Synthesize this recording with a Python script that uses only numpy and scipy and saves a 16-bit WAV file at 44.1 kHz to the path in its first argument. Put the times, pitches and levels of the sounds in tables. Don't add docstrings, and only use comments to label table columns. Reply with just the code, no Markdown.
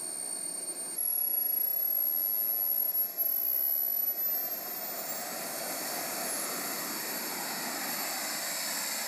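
import sys
import numpy as np
from scipy import signal
from scipy.fft import rfft, irfft, next_fast_len
from scipy.io import wavfile
from scipy.ndimage import uniform_filter1d

SR = 44100
rng = np.random.default_rng(int(sys.argv[2]) if len(sys.argv) > 2 else 0)


def wav_record(signal):
    frames = np.transpose(np.atleast_2d(signal))
    bounded = np.clip(frames, -1, 1)
    quanta = np.round(bounded * 32767).astype(np.int16)
    wavfile.write(sys.argv[1], SR, quanta)


N = 399987
FRAME, HOP = 1536, 384
TIME_S, BIN_HZ = np.arange(N) / SR, np.fft.rfftfreq(FRAME, 1 / SR)
CUT_S, CUT_LENGTH_S = .96, .025

# centre_hz, half_width_hz, gain_db
HOUSING_BANDS = [(449, 71, -6), (1925, 164, 2.5), (3093, 257, -13.5), (3587, 92, -6), (4542, 178, 10.5),
                 (4850, 86, -5.5), (5360, 206, 4), (5840.0, 153, -6.5), (7560.0, 300.0, -1),
                 (8220, 89, -12), (8950, 124, 5.5), (10250, 297, -17), (12870, 220, -4.5)]


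def from_db(db):
    return 10 ** (np.asarray(db) / 20)


def unit(x):
    return x / np.sqrt(np.mean(x ** 2) + 1e-20)


def ramp(t, start_s, end_s):
    return np.clip((t - start_s) / (end_s - start_s), 0, 1)


def curves(table, t):
    time_s, *columns = np.transpose(table)
    return [np.interp(t, time_s, column) for column in columns]


def bumps_db(rows, axis):
    return sum(db * np.exp(-.5 * ((axis - centre) / width) ** 2) for centre, width, db in rows)


def wander(rate_hz):
    size = next_fast_len(N)
    hz = np.fft.rfftfreq(size, 1 / SR)
    spectrum = rfft(rng.standard_normal(size)) / (1 + (hz / rate_hz) ** 2)
    return unit(irfft(spectrum, size)[:N])


def stage_at(t, spool_up_s=(4.05, 5.2), turn_s=(6.2, 8.6)):
    return ramp(t, CUT_S, CUT_S + CUT_LENGTH_S) + ramp(t, *spool_up_s) + ramp(t, *turn_s)


def exhaust_colour_db(t):
    # frequency_hz, relative_db
    slow_idle = [(40.0, -45), (80.0, -49), (130.0, -10), (190.0, -2), (330.0, 1.5), (700.0, -4.5),
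                 (1100.0, -12.5), (2200.0, -14.5), (4400.0, -17), (7200.0, -16.5), (9500.0, -19),
                 (11500.0, -11), (13000.0, -23), (15200.0, -25)]
    fast_idle = [(40.0, -49.3), (80.0, -54), (130.0, -14), (190.0, -6), (330.0, 0.2), (700.0, -3),
                 (1100.0, -10), (2200.0, -14), (4400.0, -18), (7200.0, -9.5), (9500.0, -17), (11500.0, -9),
                 (13000.0, -57), (15200.0, -62)]
    thrust_side = [(40.0, -51), (80.0, -59), (130.0, -14), (190.0, -4), (330.0, -2), (700.0, -1.5),
                   (1100.0, -9), (2200.0, -10.5), (4400.0, -17), (7200.0, -9.5), (9500.0, -15),
                   (11500.0, -6), (13000.0, -15.5), (15200.0, -19)]
    thrust_rear = [(40.0, -52.0), (80.0, -40), (130.0, -22), (190.0, -3.5), (330.0, -2), (700.0, 0.5),
                   (1100.0, -4), (2200.0, -3), (4400.0, -8), (7200.0, -0.5), (9500.0, -6), (11500.0, -1.5),
                   (13000.0, -8.5), (15200.0, -20)]
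    # stage, centre_hz, half_width_hz, gain_db
    direction_bands = [(0, 365, 30, 5.5), (0, 790, 40, -3), (0, 1080, 60, 6), (0, 1700, 50, 2),
                       (0, 1900, 90, -8.5), (0, 2650, 70, -8), (0, 3570, 200, -5), (0, 4500, 100, 0.5),
                       (0, 6180, 130, -9), (1, 280, 30, -4), (1, 842, 45.3, -9.5), (1, 1620, 70, -3),
                       (1, 2300, 80, -1.5), (1, 2540, 130, 2.5), (1, 3400, 110, 5), (1, 5320, 160, 8.5),
                       (1, 5820, 120, 10), (2, 840, 50, -3.5), (2, 1320, 90, 3.5), (2, 1650, 70, -3),
                       (2, 2930, 70, -4.5), (2, 3250, 150, 4), (3, 268, 50, 1.5), (3, 1830, 150, 2),
                       (3, 2900, 150, 1), (3, 816, 50, 4.2), (3, 3900, 120, 4), (3, 5080, 180, 3.5),
                       (3, 5840, 70, -11), (3, 6600, 250, -5.5), (3, 7700, 350, 3), (3, 8880, 70, -19)]
    stage = stage_at(t)
    colour_db = 0
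    for k, points in enumerate([slow_idle, fast_idle, thrust_side, thrust_rear]):
        hz, db = np.transpose(points)
        stage_db = np.interp(np.log(BIN_HZ + 1), np.log(hz), db)
        stage_db += bumps_db([row[1:] for row in direction_bands if round(row[0]) == k], BIN_HZ)
        weight = np.maximum(1 - abs(stage - k), 0)
        colour_db = colour_db + weight[:, None] * stage_db
    return colour_db


def tailpipe_howl_db(t, centre_hz=700, half_width_hz=72):
    # time_s, gain_db
    heights = [(0, 4), (4, 5), (4.7, 7), (5.8, 5), (7.2, -.5), (9.07, 1.5)]
    height_db, = curves(heights, t)
    return bumps_db([(centre_hz, half_width_hz, height_db[:, None])], BIN_HZ)


def echo_comb(t, roll_s=6.06, rise_s=2.5, standing_ms=.86, ms_per_s=.624, fade_hz=2600):
    delay_ms = standing_ms + ms_per_s * np.maximum(t - roll_s, 0)
    strength = .16 + .25 * ramp(t, roll_s, roll_s + rise_s)
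    echo = strength[:, None] / (1 + (BIN_HZ / fade_hz) ** 4)
    return abs(1 - echo * np.exp(-2j * np.pi * BIN_HZ * delay_ms[:, None] / 1000))


def band_db(field, low_hz, high_hz):
    band = (BIN_HZ > low_hz) & (BIN_HZ < high_hz)
    return 10 * np.log10((field[:, band] ** 2).sum(1) / len(BIN_HZ))


def exhaust(idle_roar_db=-49.5, idle_hiss_db=-50.5, crossover_hz=2400, patch_db=1.0, flicker_db=.32):
    # time_s, roar_db, hiss_db
    levels = [(1, -53, -53.5), (2.6, -51, -52), (4.05, -51.5, -51.8), (4.4, -46, -49), (5.1, -41.5, -45),
              (5.9, -39, -41), (7.2, -40.5, -41.5), (7.7, -37, -41.5), (8.7, -41.5, -37),
              (9.07, -40.5, -38)]
    t = np.arange(0, N + FRAME, HOP) / SR
    field = from_db(exhaust_colour_db(t) + tailpipe_howl_db(t) + bumps_db(HOUSING_BANDS, BIN_HZ))
    field *= echo_comb(t)
    roar_db, hiss_db = np.where(t < CUT_S, [[idle_roar_db], [idle_hiss_db]], curves(levels, t))
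    roar_gain_db = roar_db - band_db(field, 150, 2500)
    hiss_gain_db = hiss_db - band_db(field, 3800, 7900)
    treble = BIN_HZ ** 2 / (BIN_HZ ** 2 + crossover_hz ** 2)
    gain_db = roar_gain_db[:, None] * (1 - treble) + hiss_gain_db[:, None] * treble
    patches = uniform_filter1d(rng.standard_normal(field.shape), size=14, axis=0)
    patches = unit(uniform_filter1d(patches, size=8, axis=1))
    flicker = unit(uniform_filter1d(rng.standard_normal(len(t)), size=4))
    field *= from_db(gain_db + patch_db * patches + flicker_db * flicker[:, None])
    framing = dict(nperseg=FRAME, noverlap=FRAME - HOP)
    noise = signal.stft(rng.standard_normal(N + 2 * FRAME), **framing)[2][:, :len(t)]
    return signal.istft(noise * field.T, **framing)[1][:N]


def shafts(idle_hz=733.3, idle_gap_hz=7.589, in_step_s=.8065, inertia_s=.2):
    # time_s, speed_hz
    speeds = [(.85, 936), (2.2, 960.8), (2.85, 962.2), (3.5, 978), (4.16, 989.5), (4.52, 1037),
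              (4.95, 1165), (5.3, 1303), (6.42, 1850), (6.8, 1904), (7.72, 1910), (8.3, 2050), (9.07, 2000)]
    # time_s, gap_hz
    gaps = [(.96, 3.846), (1.444, 1.969), (1.885, 3.125), (2.282, 8.682), (2.555, 9.567), (2.935, .744),
            (3.148, -.03), (3.399, -4.837), (3.795, -6.23), (4.168, .285), (4.42, .02), (4.6, 2.2),
            (5.8, 10), (6.35, 44), (6.72, 4), (9.07, 7)]
    speed_hz = uniform_filter1d(curves(speeds, TIME_S)[0], size=round(inertia_s * SR))
    gap_hz, = curves(gaps, TIME_S)
    closing_gap_hz = idle_gap_hz * (1 - ramp(TIME_S, 0, in_step_s))
    slow_idle = TIME_S < CUT_S
    return np.where(slow_idle, idle_hz, speed_hz), np.where(slow_idle, closing_gap_hz, gap_hz)


def tone_gains(speed_hz, stage):
    orders = (1, 6, 12, 18)
    # slow_idle_db, fast_idle_db, thrust_side_db, thrust_rear_db
    tone_levels = [(-78, -75, -57.5, -58.5), (-63.5, -71, -53.5, -65.5), (-40, -30, -42, -60),
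                   (-59, -81, -71.5, -70)]
    # centre_s, half_length_s, gain_db
    flares = [(5.1, .14, 8.5), (6.3, .13, 15), (7.1, 0.44, 13), (8, .15, 19.5)]
    housing_db = bumps_db(HOUSING_BANDS, BIN_HZ)
    gains = {}
    for order, stage_db in zip(orders, tone_levels):
        pitch_hz = order * speed_hz
        level_db = np.interp(stage, range(4), stage_db) + np.interp(pitch_hz, BIN_HZ, housing_db)
        if order == 6:
            level_db += bumps_db(flares, TIME_S)
        gain = from_db(level_db) * (pitch_hz < SR / 2)
        gains[order] = uniform_filter1d(gain, size=round(CUT_LENGTH_S * SR))
    return gains


def compressors(flutter=.14, thrust_flutter=.17, jitter_rad=.034, thrust_jitter_rad=.44):
    speed_hz, gap_hz = shafts()
    stage = stage_at(TIME_S)
    thrust = np.clip(stage - 1, 0, 1)
    gains = tone_gains(speed_hz, stage)
    second_gain = from_db(np.interp(stage, range(4), (-2.5, -2.5, -18, -5)))
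    depth = flutter + thrust_flutter * thrust
    whistle = np.zeros(N)
    for side, share in ((1, 1), (-1, second_gain)):
        angle_rad = 2 * np.pi * np.cumsum(speed_hz + side * gap_hz / 2) / SR
        shake_rad = jitter_rad * wander(90) + thrust_jitter_rad * thrust * wander(45)
        tones = sum(gain * np.cos(order * angle_rad + shake_rad) for order, gain in gains.items())
        whistle += share * tones * np.exp(depth * wander(22) - depth ** 2)
    whistle *= np.minimum(2 * abs(TIME_S - CUT_S) / CUT_LENGTH_S, 1)
    return whistle * np.sqrt(2 / (1 + second_gain ** 2))


def scene():
    jet = compressors() + exhaust()
    return np.array([jet, jet])


def record(dry):
    cutoff_hz = 15330
    taps = signal.firwin(1023, cutoff_hz, window=("kaiser", 9), fs=SR)
    return signal.oaconvolve(dry, taps[None], "same")


dry = scene()
out = record(dry)
wav_record(out)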